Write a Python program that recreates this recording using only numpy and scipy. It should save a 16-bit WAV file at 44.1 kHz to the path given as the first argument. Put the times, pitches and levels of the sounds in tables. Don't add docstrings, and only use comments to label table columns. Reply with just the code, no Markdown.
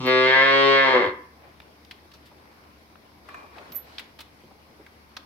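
import sys
import numpy as np
from scipy import signal
from scipy.fft import rfft, irfft
from scipy.io import wavfile
from scipy.ndimage import uniform_filter1d

SR = 44100
rng = np.random.default_rng(int(sys.argv[2]) if len(sys.argv) > 2 else 0)


def persist_wave(psi):
    counts = np.round(np.clip(psi, -1, 1) * 32767).astype(np.int16)
    wavfile.write(sys.argv[1], SR, np.atleast_2d(counts).T)


N = 231939
TIME_S = np.arange(N) / SR

# frequency_hz, relative_density_db
AIR_SPECTRUM = [(15, -48), (25, -23.5), (47, -15.5), (70, -1.5), (179, -2.5), (299, -4), (729, -13),
                (1090, -8.5), (1280, -27), (2260, -11), (2890, -26.5), (5230, -17), (7420, -36),
                (11400, -24), (15800, -31)]
# frequency_hz, relative_density_db
LITTER_SPECTRUM = [(30, -42.5), (110, -22.5), (300, 3.5), (1000, 2), (2200, -4.5), (4500, -9),
                   (7000, -22.5), (15000, -29.5)]
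# frequency_hz, correlation (-1 to 1)
PORT_LIKENESS = [(60, 0.86), (130, 0.83), (290, 0.78), (640, 0.37), (1410, -0.36), (3100, 0.004),
                 (6820, -0.11), (15000, 0.0)]
# frequency_hz, left_minus_right_db
PORT_LEAN = [(60, 0.5), (110, 2), (200, 5), (380, 2.0), (700, 1), (1290, 1.5), (2380, 3), (4400, -2),
             (8120, 4.5), (15000, 4)]
# frequency_hz, rms_db (before pan)
HUM_PARTIALS = [(73.5, -62.5), (224, -69), (292, -68.5)]
# start_s, length_s, scuff_db, rustle_db (levels before the gains in shuffling)
SHUFFLES = [(1.37, 0.11, -50, -100), (2.3, 0.36, -56, -71), (3.22, 0.21, -48.5, -59),
            (3.491, 0.27, -47.5, -57), (3.807, 0.2, -51.5, -54), (4.343, 0.05, -62, -59)]
SHUFFLE_RISE_S, SHUFFLE_FADE_S = 0.076, 0.067
RESTLESS_SCUFF_DB, RESTLESS_RUSTLE_DB = -56.5, -63

# frequency_hz, t60_s
BARN_DECAY = [(150, 0.7), (500, 0.34), (1100, 0.48), (2200, 0.46), (5000, 0.25), (12000, 0.025)]
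# frequency_hz, width_hz, lift_db
BARN_MODES = [(515, 40, 2), (1060, 110, 6)]
# delay_ms, right_lag_ms, left_gain, right_gain
ECHOES = [(0.0, 0.0865, 0.88, 0.78), (2.087, 0.282, -0.42, -0.36), (2.853, -0.15, -0.35, -0.21),
          (7.215, 0.97, -0.14, 0.048), (11.165, -0.11, 0.32, 0.18), (11.962, 0.018, 0.29, 0.38),
          (12.795, -0.42, -0.14, -0.22), (13.966, -0.55, 0.41, 0.01), (23.86, 0.245, 0.38, 0.38),
          (25.51, 0.36, -0.12, -0.19), (28.02, -0.417, 0.23, 0.29)]

# start_s, level_db (before the gains in clanks)
CLANKS = [(3.2877, -35.5), (3.343, -33)]
# frequency_hz, relative_level_db, t60_s
CLANK_MODES = [(1130, -5, 1), (1048, -6, 0.3), (1760, 1, 0.11), (2400, -7.5, 0.59)]
# start_s, level_db (before the gains in pings), left_minus_right_db
PINGS = [(.0624, -33.5, 0), (3.7217, -32.5, -2), (3.731, -31.5, -1.5), (3.748, -29, -8),
         (3.755, -23.5, -18), (3.7625, -19.5, -4)]
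# frequency_hz, relative_level_db, t60_s
PING_MODES = [(11960, -5, .13), (12090, -7, .04), (12260, -19, .25), (14440, -15, .1), (14700, -9, .03),
              (14870, -12, .07)]
# start_s, level_db (before the gain in steps), centre_hz
STEPS = [(1.489, -58, 310), (2.05, -47, 270), (2.313, -45.5, 656), (3.574, -42.5, 700), (3.61, -43, 796),
         (3.701, -41, 218), (3.75, -55, 209), (4.435, -42.5, 269), (4.506, -45, 700), (4.667, -54, 515),
         (4.795, -39.5, 333)]
# start_s, level_db, centre_hz, length_s, spray_floor_db (above 1 kHz), hollow_tone_db
# (level_db and hollow_tone_db before the gains in smacks)
SMACKS = [(1.601, -39, 1900, 0.0052, -29, -3), (1.618, -51, 3000, 0.005, -22, -10),
          (1.848, -47.5, 4530, 0.0051, -21, -21), (1.9093, -35, 2620, 0.011, -24.5, -10),
          (2.115, -49, 3500, 0.0097, -24, -12), (2.135, -48, 5000, 0.022, -19, -3),
          (2.255, -52.5, 3770, 0.027, -13, -9), (2.955, -42, 1850, 0.0046, -27, 21),
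          (3.581, -40.5, 2130, 0.0099, -30, 2), (3.7194, -42.5, 5460, 0.0068, -22, -17),
          (3.982, -26.5, 3020, 0.0062, -33, -12), (3.991, -33, 2410, 0.013, -22, -17),
          (4.188, -38, 2950, 0.013, -20, 1), (4.2034, -38, 3100, 0.016, -13.5, -4),
          (4.863, -43.5, 1680, 0.009, -27, -6), (5.1659, -31, 4300, 0.01, -24.5, -1)]

# frequency_hz, gain_db
VOICE_SLOPE = [(50, -43.5), (130, -39), (265, -21), (800, -11), (1400, -12.5), (2600, -19.5), (3800, -23.5),
               (4500, -32), (5200, -34.5), (6400, -50), (8000, -56.5), (10000, -70), (16000, -88)]
# frequency_hz, width_hz, first_lift_db, brighter_lift_db
FORMANTS = [(412, 70, 18, 7.5), (510, 92, 6.5, 15), (1041, 110, 7, 10), (1721, 118, 6, 15),
            (2097, 139, 15, 13.5), (3275, 52, -2, 9), (4307, 73, 13.5, 8)]
# time_s, share of the brighter resonance set (0 to 1)
TIMBRE_SHIFT = [(0, 0), (.24, 0.16), (.33, 0.9), (.43, 0.89), (.52, 0.65), (.68, 0.06), (.8, 1), (.88, 0.5),
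                (.95, 0.63)]
REGISTER_EDGES_HZ = (190, 330, 700, 1400, 2500, 5400)
# lips_shut_db, arch_top_db, brighter_share_db, folds_slack_db
REGISTERS = [(-43, 6, -1, -3, -4.5), (-36, -5.5, 4, -7.5, 1.5), (-21.5, -23.5, 2, -1.5, 0),
             (-27.5, -10.5, 3.5, -3, 2.5), (-24.5, -31, -1.5, 6.3, -4.5), (-28.5, -13.5, 1.85, -2, -6),
             (-53.5, -2, 3, -4.5, -4)]
NASAL_DB = 8

LOW_HZ, TOP_HZ, TOP_S, ARCH_HZ_PER_S2 = 129.0, 137.0, 0.652, 45
SCOOP_HZ, SCOOP_S, WAVER_RMS_HZ = 1.6, 0.06, 0.09
SAG_HZ, SAG_AT_S, SAG_GROWS_S, LOWEST_HZ = 17, 1.0, 0.068, 94
ROUGH_STEADY, ROUGH_PER_HZ_PER_S, ROUGH_START, ROUGH_MOST = .028, .0015, .08, .55
PART_S, PARTING_S, SLACK_S, SLACKENING_S, END_S, RELEASE_S = 0.032, 0.046, 0.76, 0.24, 1.115, 0.125
GRUNT_S, GRUNT_LENGTH_S, GRUNT_DB, GRUNT_HZ = 1.045, 0.04, -32.5, 95

EDGE_HZ = 15900


def amp(db):
    return 10 ** (np.asarray(db) / 20)


def unit(x):
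    return x / np.sqrt(np.mean(abs(x) ** 2) + 1e-20)


def read(points, hz):
    points_hz, value = np.transpose(points)
    return np.interp(np.log(hz + 1), np.log(points_hz + 1), value)


def ramp(start_s, length_s):
    return np.clip((TIME_S - start_s) / length_s, 0, 1)


def add(mix, start_s, sound):
    part = mix[:, max(round(start_s * SR), 0):][:, :sound.shape[-1]]
    part += sound[..., :part.shape[1]]


def pan(left_minus_right_db):
    return amp([[left_minus_right_db / 2], [-left_minus_right_db / 2]])


def colour(x, db_at):
    size = 8192
    hz = abs(np.fft.fftfreq(size, 1 / SR))
    log_gain = np.log(amp(np.maximum(db_at(hz), -110)))
    response = np.exp(np.conj(signal.hilbert(log_gain)))
    impulse = np.fft.ifft(response).real[:size // 2]
    return signal.fftconvolve(x, impulse)[:len(x)]


def below(x, edge_hz, order=4):
    sos = signal.butter(order, edge_hz, fs=SR, output="sos")
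    return signal.sosfiltfilt(sos, x, padtype="even")


def hump(f, centre_hz, sigma_octaves, depth_db):
    return depth_db * (np.exp(-.5 * (np.log2((f + 1) / centre_hz) / sigma_octaves) ** 2) - 1)


def lifts(peaks, f):
    return sum(db * np.exp(-.5 * ((f - hz) / width_hz) ** 2) for hz, width_hz, db in peaks)


def wander(max_hz):
    spectrum = rfft(rng.standard_normal(N))
    return unit(irfft(spectrum * (np.fft.rfftfreq(N, 1 / SR) < max_hz), N))


def burst(length_s, db_at, density):
    t = np.arange(SR // 6) / SR
    u = t / length_s
    clicks = rng.choice([-1., 1.], len(t)) * (rng.random(len(t)) < density)
    envelope = np.minimum(u / 0.18, 1) * (np.exp(-u ** 2) + 0.074 * np.exp(-u / 4))
    sound = colour(clicks * envelope, db_at)
    return sound / (4 * np.sqrt(np.sum(sound ** 2) / (length_s * SR)) + 1e-12)


def ring(modes, rattle_rad):
    t = np.arange(SR // 2) / SR
    out = np.zeros((2, len(t)))
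    for hz, db, t60_s in modes:
        shake = unit(uniform_filter1d(rng.standard_normal(len(t)), size=500))
        turns = hz * t + rng.random((2, 1))
        out += amp(db - 60 * t / t60_s) * np.sin(2 * np.pi * turns + rattle_rad * shake)
    return out * np.minimum(t / 0.00033, 1)


def noise(spectrum, patchy_db):
    hz = np.fft.rfftfreq(1024, 1 / SR)
    a, b, c, d, patches = rng.standard_normal((5, len(hz), N // 256 + 5))
    patches = uniform_filter1d(patches, size=14, axis=0)
    patches = unit(uniform_filter1d(patches, size=9, axis=1))
    same = np.clip(read(PORT_LIKENESS, hz), -1, 1)[:, None]
    left = a + 1j * b
    right = same * left + np.sqrt(1 - same ** 2) * (c + 1j * d)
    lean_db = read(PORT_LEAN, hz)[:, None] / 2
    level_db = read(spectrum, hz)[:, None] + patchy_db * patches
    ports = np.array([left, right]) * amp(level_db + np.array([lean_db, -lean_db]))
    return unit(signal.istft(ports, nperseg=1024, noverlap=768)[1][:, :N])


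def air():
    return amp(-57.5) * noise(AIR_SPECTRUM, patchy_db=.7)


def hum():
    out = 0
    for hz, db in HUM_PARTIALS:
        level = 1 + 0.24 * wander(6.9)
        phase = 2 * np.pi * hz * TIME_S + .8 * wander(8)
        out = out + amp(db) * unit(level * np.sin(phase))
    return out * pan(2)


def shuffling_levels_db():
    power = amp([[RESTLESS_SCUFF_DB], [RESTLESS_RUSTLE_DB]]) ** 2
    for start_s, length_s, scuff_db, rustle_db in SHUFFLES:
        fade = np.exp(-np.maximum(TIME_S - start_s - length_s, 0) / SHUFFLE_FADE_S)
        bout = ramp(start_s, SHUFFLE_RISE_S) * fade
        power = power + (amp([[scuff_db], [rustle_db]]) * bout) ** 2
    return 10 * np.log10(power)


def straws():
    sizes = amp(4 * np.minimum(rng.exponential(1, (2, N)), 3))
    snaps = (rng.random((2, N)) < 120 / SR) * rng.standard_normal((2, N)) * sizes
    shared = snaps + .5 * snaps[::-1]
    crackle = np.array([colour(side, lambda f: read(LITTER_SPECTRUM, f)) for side in shared])
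    return unit(crackle - below(crackle, 700))


def shuffling(scuff_gain_db=-2, crisp_gain_db=-3, crackle_gain_db=-9):
    scuff_db, rustle_db = shuffling_levels_db()
    litter = noise(LITTER_SPECTRUM, patchy_db=2)
    dull = below(litter, 2300)
    rustle = amp(crisp_gain_db) * unit(litter - dull) + amp(crackle_gain_db) * straws()
    return amp(scuff_db + scuff_gain_db) * unit(dull) + amp(rustle_db) * rustle


def background():
    return air() + shuffling() + hum()


def barn(x, onset_s=0.011):
    taps = rng.standard_normal((2, SR)) * (rng.random((2, SR)) < 3000 / SR)
    taps[1] += below(taps[0] - taps[1], 640, order=2)
    onset = np.clip(np.arange(SR) / SR / onset_s - .5, 0, 1)
    hz, t, bands = signal.stft(taps * onset, SR, nperseg=256)
    decay = amp(-60 * t / read(BARN_DECAY, hz)[:, None])
    tail = signal.istft(bands * decay, SR)[1]
    fed = colour(x.mean(0), lambda f: lifts(BARN_MODES, f))
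    fed -= below(fed, 170)
    return signal.fftconvolve(fed[None], tail / np.linalg.norm(tail[0]), axes=1)[:, :N]


def reflections(x):
    turn_per_ms = -2j * np.pi * np.fft.rfftfreq(N, 1 / SR) / 1000
    ports = 0
    for delay_ms, right_lag_ms, left_gain, right_gain in ECHOES:
        left = left_gain * np.exp(turn_per_ms * delay_ms)
        right = right_gain * np.exp(turn_per_ms * (delay_ms + right_lag_ms))
        ports = ports + np.array([left, right])
    return irfft(rfft(x) * ports, N)


def clanks(knock_gain_db=4, ring_gain_db=-7):
    out = np.zeros((2, N))
    for start_s, db in CLANKS:
        knock = burst(0.0072, lambda f: hump(f, 1180, 1.28, 33.4), 0.74)
        add(out, start_s, amp(db + knock_gain_db) * pan(4.0) * knock)
        add(out, start_s, amp(db + ring_gain_db) * pan(2.7) * ring(CLANK_MODES, rattle_rad=1.15))
    return out


def pings(ring_gain_db=-3, tick_gain_db=-15):
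    out = np.zeros((2, N))
    for start_s, db, side_db in PINGS:
        add(out, start_s, amp(db + ring_gain_db) * pan(side_db) * ring(PING_MODES, rattle_rad=.2))
        tick = burst(0.0047, lambda f: hump(f, 14000, 3.6, 25), .4)
        add(out, start_s, amp(db + tick_gain_db) * tick)
    return out


def steps(gain_db=4):
    out = np.zeros((2, N))
    for start_s, db, centre_hz in STEPS:
        puff = burst(.016, lambda f: hump(f, centre_hz, 1.5, 50), .2)
        add(out, start_s, amp(db + gain_db) * puff)
    return out


def smacks(gain_db=2, hollow_gain_db=1, side_db=0.5):
    out = np.zeros((2, N))
    for start_s, db, centre_hz, length_s, spray_db, hollow_db in SMACKS:
        def mouth(f):
            lips = hump(f, centre_hz, 1.22, 27)
            hollow = hump(f, 1150, 1.44, 38) + hollow_db + hollow_gain_db
            rolloff_db = 20 * np.log10(1 + (f / 5800) ** 8)
            return np.maximum(np.maximum(lips, hollow) - rolloff_db, spray_db - 40 * (f < 1000))
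        shared, left, right = (burst(length_s, mouth, .4) for _ in range(3))
        wet = 1.28 * shared + 1.42 * np.array([left, right])
        add(out, start_s, amp(db + gain_db) * pan(side_db) * wet)
    return out


def grunt():
    out = np.zeros((2, N))
    flaps = burst(GRUNT_LENGTH_S, lambda f: hump(f, GRUNT_HZ, 0.62, 50), 0.32)
    add(out, GRUNT_S, amp(GRUNT_DB) * flaps)
    return out


def pitch():
    note_hz = np.maximum(LOW_HZ, TOP_HZ - ARCH_HZ_PER_S2 * (TIME_S - TOP_S) ** 2)
    sag_hz = SAG_HZ * np.exp((TIME_S - SAG_AT_S) / SAG_GROWS_S)
    scoop_hz = SCOOP_HZ * np.exp(-TIME_S / SCOOP_S)
    return note_hz, np.maximum(note_hz - sag_hz - scoop_hz, LOWEST_HZ)


def folds_and_breath(hz, rough, breath=.03, rasp=0.8):
    jitter = .075 * rough * wander(90)
    waver_hz = WAVER_RMS_HZ * wander(12)
    cycle = np.cumsum((hz + waver_hz) * (1 + jitter)) / SR % 1
    pulses = unit(np.sinc(161 * (cycle - .5)) - 1 / 161)
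    puff_shape = 0.12 + np.exp(-((cycle - .5) % 1) / 0.25)
    puffs = unit(puff_shape * rng.standard_normal(N))
    shimmer = 1 + .45 * rough * wander(70)
    drive = (1 - rough) * pulses * shimmer + (breath + rasp * rough) * puffs
    return drive / np.hypot(1 - rough, rasp * rough)


def throat(x, brighter_share):
    first_colour = [(hz, width_hz, db) for hz, width_hz, db, _ in FORMANTS]
    brighter_colour = [(hz, width_hz, db) for hz, width_hz, _, db in FORMANTS]

    def vowel(peaks):
        return colour(x, lambda f: read(VOICE_SLOPE, f) + lifts(peaks, f))
    return (1 - brighter_share) * vowel(first_colour) + brighter_share * vowel(brighter_colour)


def disperse(x, width_hz):
    r = np.exp(-np.pi * width_hz / SR)
    for hz, *_ in FORMANTS:
        poles = [1, -2 * r * np.cos(2 * np.pi * hz / SR), r * r]
        x = signal.lfilter(poles[::-1], poles, x)
    return x


def registers(voice, shut_lips, arch, brighter_share, slack):
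    lowpassed = [below(voice, edge_hz, order=8) for edge_hz in REGISTER_EDGES_HZ]
    bands = np.diff([0 * voice, *lowpassed, voice], axis=0)
    levels_db = np.array(REGISTERS) @ np.array([np.ones(N), shut_lips, arch, brighter_share, slack])
    levels_db[1] += NASAL_DB * np.sin(np.pi * shut_lips)
    return sum(band / np.std(band[:SR]) * amp(db) for band, db in zip(bands, levels_db))


def moo():
    note_hz, hz = pitch()
    shut_lips, slack = 1 - ramp(PART_S, PARTING_S), ramp(SLACK_S, SLACKENING_S)
    brighter_share = np.interp(TIME_S, *np.transpose(TIMBRE_SHIFT))
    arch = (note_hz - LOW_HZ) / (TOP_HZ - LOW_HZ)
    glide_hz_per_s = abs(np.gradient(hz, TIME_S))
    rough = ROUGH_STEADY + ROUGH_START * shut_lips + ROUGH_PER_HZ_PER_S * glide_hz_per_s
    rough = np.minimum(rough + (hz <= LOWEST_HZ), ROUGH_MOST)
    voice = disperse(throat(folds_and_breath(hz, rough), brighter_share), width_hz=380)
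    call = registers(voice, shut_lips, arch, brighter_share, slack)
    return call * (1 - ramp(END_S - RELEASE_S, RELEASE_S))


def scene(moo_room_db=-14, near_room_db=-15):
    near = clanks() + pings() + steps() + smacks()
    cow = reflections(moo()) + grunt()
    room = barn(amp(moo_room_db) * cow + amp(near_room_db) * near)
    return background() + room + near + cow


def record(dry):
    taps = signal.firwin(511, EDGE_HZ, window=("kaiser", 9), fs=SR)
    return signal.oaconvolve(dry, taps[None], "same")


dry = scene()
out = record(dry)
persist_wave(out)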